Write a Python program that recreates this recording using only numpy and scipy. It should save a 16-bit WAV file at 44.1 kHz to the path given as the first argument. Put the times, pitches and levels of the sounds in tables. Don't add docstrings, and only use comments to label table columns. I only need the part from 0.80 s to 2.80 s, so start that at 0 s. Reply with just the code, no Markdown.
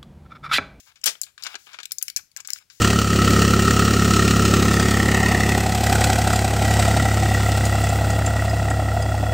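import sys
import numpy as np
from scipy import signal
from scipy.fft import rfft, irfft
from scipy.io import wavfile

SR = 44100
rng = np.random.default_rng(int(sys.argv[2]) if len(sys.argv) > 2 else 0)


def to_wav(sig):
    pcm = np.clip(np.atleast_2d(sig), -1, 1) * 32767
    pcm = np.round(pcm).astype(np.int16)
    wavfile.write(sys.argv[1], SR, pcm.T)


N = 88200
T = np.arange(N) / SR

# (frequency [Hz], gain [dB])
BACKGROUND_TONE = [(25, -13), (65, -2), (130, -3), (250, -14.5), (900, -20.5), (1600, -16.5), (5000, -15.5),
                   (16000, -23)]
# (frequency [Hz], gain [dB])
ECHO_TONE = [(200, 6), (1500, 2), (7000, -4), (16000, -1.5)]
# (frequency [Hz], gain [dB])
FAR_TONE = [(100, -5), (400, -11), (2500, -13), (5000, -23.5), (7000, -22), (8600, -7.5), (11500, -11.5),
            (16000, -14)]
# (frequency [Hz], width [Hz], gain [dB])
PACK_RESONANCES = [(1372, 305, -3), (1597, 222, 5), (2362, 230, 3), (2855, 1080, 4), (3610, 240, 1.5),
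                   (4790, 2900, 1.5), (6920, 510, 3)]
# (start [s], length [s], level [dB])
SLIDE_MOVES = [(-.02, 0.033, -44.5), (.02, 0.08, -54.5), (.785, 0.095, -52.5), (1.245, 0.065, -49.5),
               (1.68, 0.11, -44.5), (1.915, 0.23, -52.5)]
# (frequency [Hz], gain [dB])
SLIDE_TONE = [(1150, -24.5), (1600, -9), (3000, -5.5), (7000, 1.5), (8600, -10), (16000, -7.5)]
# (start [s], length [s], level [dB])
CREAK_MOVES = [(.065, 0.061, -53.5), (.592, 0.026, -47.5), (.675, 0.073, -41.5), (.865, 0.09, -48),
               (1.575, 0.036, -44), (1.8, 0.03, -56.5)]
# (frequency [Hz], gain [dB])
CREAK_TONE = [(120, -22.5), (800, 6), (1500, 3.5), (5000, -0.5), (8000, -11.5), (16000, -1)]
# (start [s], length [s], level [dB])
GRIP_MOVES = [(1.35, 0.092, -67.5), (1.595, .03, -71)]
# (time [s], level [dB])
CARD_KNOCKS = [(0.5782, -44.5), (0.7534, -40), (1.3625, -47), (1.565, -43.5), (1.601, -46)]
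# (time [s], fade time [s], bass [dB], middle [dB], treble [dB])
CARD_CREASES = [(0.157, 0.13, -70, -47, -53.5), (0.2358, 0.27, -49, -30, -43.5),
                (0.3521, 0.017, -51.5, -40.5, -56), (0.464, 0.15, -60, -44.5, -56),
                (0.578, 0.036, -62, -41.5, -48.5), (0.6233, 0.076, -59, -41.5, -39.5),
                (0.6472, 0.091, -48, -32.5, -39.5), (0.6567, 0.059, -44.5, -30, -46),
                (0.6655, 0.044, -39, -25.5, -31.5), (0.7428, 0.025, -40, -33.5, -53),
                (0.7536, 0.032, -41.5, -29.5, -35.5), (0.8679, 0.038, -49.5, -43.5, -65),
                (0.9313, 0.15, -53, -36.5, -44.5), (0.942, 0.028, -44, -34.5, -50),
                (0.9871, 0.046, -44, -30.5, -44), (1.001, 0.044, -47.5, -34, -42),
                (1.1084, 0.034, -77, -41.5, -45), (1.3893, 0.049, -53, -40, -49.5),
                (1.6482, 0.063, -64, -40.5, -43), (1.6849, 0.055, -51.5, -37.5, -48),
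                (1.759, 0.04, -61.5, -39.5, -51), (1.8991, 0.09, -80, -44, -47)]
# (frequency [Hz], gain [dB])
BURST_TONE = [(90, -34), (200, -21.5), (634, -11), (1010, -14), (1390, -5), (3250, -0.5), (6020, 2),
              (16000, -19)]
# (time [s], fade time [s], pitch [Hz], body [dB], ring [dB], fizz [dB])
DOME_SNAPS = [(0.214, 0.037, 7360, -55.5, -51.5, -67), (0.2401, 0.027, 5260, -34, -22.5, -29),
              (0.259, 0.014, 7500, -34, -22, -21.5), (0.2648, 0.028, 6200, -40, -23.5, -22.5),
              (0.415, 0.03, 7210, -42, -24, -29), (0.4337, 0.016, 4130, -50, -34, -37.5),
              (0.4374, 0.072, 4530, -46.5, -35.5, -46.5), (0.636, 0.045, 4950, -39.5, -30, -40.5),
              (1.0308, 0.048, 4080, -36.5, -37, -51), (1.0548, 0.015, 3670, -35, -34, -40),
              (1.119, 0.031, 5270, -38.5, -28, -26.5), (1.184, 0.03, 6420, -56, -26.5, -38.5),
              (1.2136, 0.039, 4500, -38.5, -45, -51), (1.2258, 0.026, 6180, -37, -28, -21.5),
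              (1.2809, 0.026, 5470, -30.5, -30, -37), (1.2995, 0.019, 4530, -38.5, -34, -39.5),
              (1.3626, 0.036, 6310, -36.5, -20.5, -28), (1.3704, 0.052, 5900, -30.5, -27.5, -33),
              (1.5154, 0.034, 4470, -62.5, -57.5, -64.5), (1.564, 0.011, 5800, -36, -34, -45),
              (1.571, 0.019, 6960, -47, -34.5, -41.5), (1.6031, 0.042, 6840, -41.5, -37, -49),
              (1.6739, 0.015, 7740, -53, -33, -39), (1.7036, 0.01, 5490, -35, -27.5, -35),
              (1.7331, 0.011, 7300, -44.5, -22.5, -34), (1.7862, 0.03, 5040, -45.5, -52, -56)]


def undb(db):
    return 10 ** (np.asarray(db) / 20)


def unit(x):
    return x / np.sqrt(np.mean(x ** 2) + 1e-20)


def hit(x, db):
    return x * undb(db) * np.sqrt(SR / 100 / (np.sum(x ** 2) + 1e-20))


def colour(x, points, size=2048):
    hz, db = np.array(points, float).T
    grid_hz = np.arange(size // 2 + 1) * SR / size
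    gain = undb(np.interp(np.log(grid_hz + 1), np.log(hz), db))
    cepstrum = irfft(np.log(gain))
    cepstrum[1:size // 2] *= 2
    cepstrum[size // 2 + 1:] = 0
    return signal.fftconvolve(x, irfft(np.exp(rfft(cepstrum))))[:len(x)]


def band(x, lo_hz, hi_hz, order=3):
    return signal.sosfilt(signal.butter(order, [lo_hz, hi_hz], "band", fs=SR, output="sos"), x)


def fade(t, fade_s):
    return np.exp(-np.log(1000) * np.maximum(t, 0) / fade_s)


def add(out, start, x):
    i = int(start * SR)
    out[:, i:i + x.shape[1]] += x[:, :N - i]


def strokes(moves, edge_s):
    return sum(undb(db) * np.clip(np.minimum(T - start, start + length - T) / edge_s + .5, 0, 1)
               for start, length, db in moves)


def crackle(count, per_s, spread_db):
    cracked = rng.random(count) < per_s / SR
    size = np.minimum(rng.exponential(size=count), 4)
    sign = rng.choice([-1, 1], count)
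    return unit(cracked * sign * undb(spread_db * size))


def room_tone(level_db=-67):
    shared, left, right = (unit(colour(rng.standard_normal(N), BACKGROUND_TONE)) for _ in range(3))
    return undb(level_db) * np.array([shared + 0.17 * left, 0.3 * shared + 0.44 * right])


def room_echo(x, gap_s=0.0044):
    t = T[:N // 3]
    early = unit(rng.standard_normal(len(t)) * fade(t, fade_s=0.11) * (t > gap_s))
    late = unit(rng.standard_normal(len(t)) * fade(t, fade_s=0.26) * (t > gap_s))
    echo = (undb(-19) * early + undb(-17) * late) / np.sqrt(len(t))
    return signal.fftconvolve(x, colour(echo, ECHO_TONE))[:N]


def both_sides(near, lag_s=0.00012, scatter_db=1):
    t = T[:N // 200]
    scatter = unit(rng.standard_normal(len(t)) * fade(t, fade_s=.012))
    detour = band(scatter, 2200, 18000) / np.sqrt(len(t))
    scattered = near + undb(scatter_db) * signal.fftconvolve(near, detour)[:len(near)]
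    times = T[:len(near)]
    far = np.interp(times - lag_s, times, colour(scattered, FAR_TONE))
    return np.array([near, far])


def pack(x, bypass_db=-25.5):
    ringing = sum(undb(db) * signal.lfilter(*signal.iirpeak(hz, hz / width, SR), x)
                  for hz, width, db in PACK_RESONANCES)
    return undb(bypass_db) * x + ringing


def fingers():
    friction = crackle(N, per_s=9000, spread_db=1)
    slide = unit(colour(friction, SLIDE_TONE)) * strokes(SLIDE_MOVES, edge_s=0.016)
    strain = crackle(N, per_s=3000, spread_db=2)
    creak = unit(colour(pack(strain), CREAK_TONE)) * strokes(CREAK_MOVES, edge_s=0.0072)
    rumble = band(rng.standard_normal(N), 43.4, 152, order=2)
    thud = unit(rumble) * strokes(GRIP_MOVES, edge_s=0.016)
    return both_sides(slide + creak + thud)


def knocks(hz=1620):
    out, t = np.zeros((2, N)), T[:N // 20]
    note = band(fade(t, fade_s=.035) * np.sin(2 * np.pi * hz * t), hz / 2, 2 * hz)
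    for start, db in CARD_KNOCKS:
        add(out, start, both_sides(hit(note, db)))
    return out


def creases(rise_s=0.0005, bass_gain_db=-4, middle_gain_db=-1.5, treble_gain_db=5):
    out, t = np.zeros((2, N)), T[:N // 12]
    for start, fade_s, bass_db, middle_db, treble_db in CARD_CREASES:
        shape = np.minimum(t / rise_s, 1) * fade(t, fade_s)
        fold = pack(shape * crackle(len(t), per_s=6000, spread_db=1.5))
        soft_top = colour(band(fold, 3860, 15300), [(6000, 0.0), (9000, -13.5)])
        bass = hit(band(fold, 232, 932), bass_db + bass_gain_db)
        middle = hit(band(fold, 1260, 3610), middle_db + middle_gain_db)
        treble = hit(soft_top, treble_db + treble_gain_db)
        add(out, start, both_sides(bass + middle + treble))
    return out


def foil_burst(start_s=0.2534, rise_s=0.014, hold_s=0.012, rip_db=-19.5):
    t = T - start_s
    shape = np.clip(t / rise_s, 0, 1) * fade(t - rise_s - hold_s, fade_s=0.11)
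    rips = (unit(colour(crackle(N, per_s=4000, spread_db=0), BURST_TONE)) for _ in range(3))
    return undb(rip_db) * shape * sum(both_sides(rip) for rip in rips)


def dome_bounce(x, trip_s, returning_share=.25):
    loop = np.zeros(int(trip_s * SR) + 1)
    loop[0], loop[-1] = 1, -returning_share
    return signal.lfilter([1], loop, x)


def dome_snaps(rise_s=.00025, crack_s=.0007, flip_s=0.00058,
               body_gain_db=-3, ring_gain_db=2, fizz_gain_db=2):
    out, t = np.zeros((2, N)), T[:N // 20]
    for start, fade_s, hz, body_db, ring_db, fizz_db in DOME_SNAPS:
        shape = np.minimum(t / rise_s, 1) * fade(t, fade_s) * (1 + np.exp(-t / crack_s))
        cracks = crackle(len(t), per_s=21000, spread_db=4)
        trip_s = .0011 * 2 ** (rng.random() - .5)
        rattle = pack(dome_bounce(shape * cracks, trip_s))
        note = t * np.exp(-t / flip_s) * np.sin(2 * np.pi * hz * t)
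        rattle_near_note = band(rattle, 0.66 * hz, 7900)
        blend = hit(rattle_near_note, 0) + hit(note, 0)
        body = hit(band(rattle, 1566, 3440, order=4), body_db + body_gain_db)
        ring = hit(band(blend, 3960, 10800), ring_db + ring_gain_db)
        fizz = hit(band(rattle, 10260, 15850), fizz_db + fizz_gain_db)
        add(out, start, both_sides(body + ring + fizz))
    return out


def scene():
    direct = dome_snaps() + creases() + knocks() + foil_burst() + fingers()
    echo = np.array([room_echo(direct[0]), undb(-12) * room_echo(direct[0])])
    return direct + echo + room_tone()


def record(dry, top_hz=15850):
    return signal.sosfilt(signal.ellip(10, .2, 100, top_hz, fs=SR, output="sos"), np.clip(dry, -1, 1))


dry = scene()
out = record(dry)
to_wav(out)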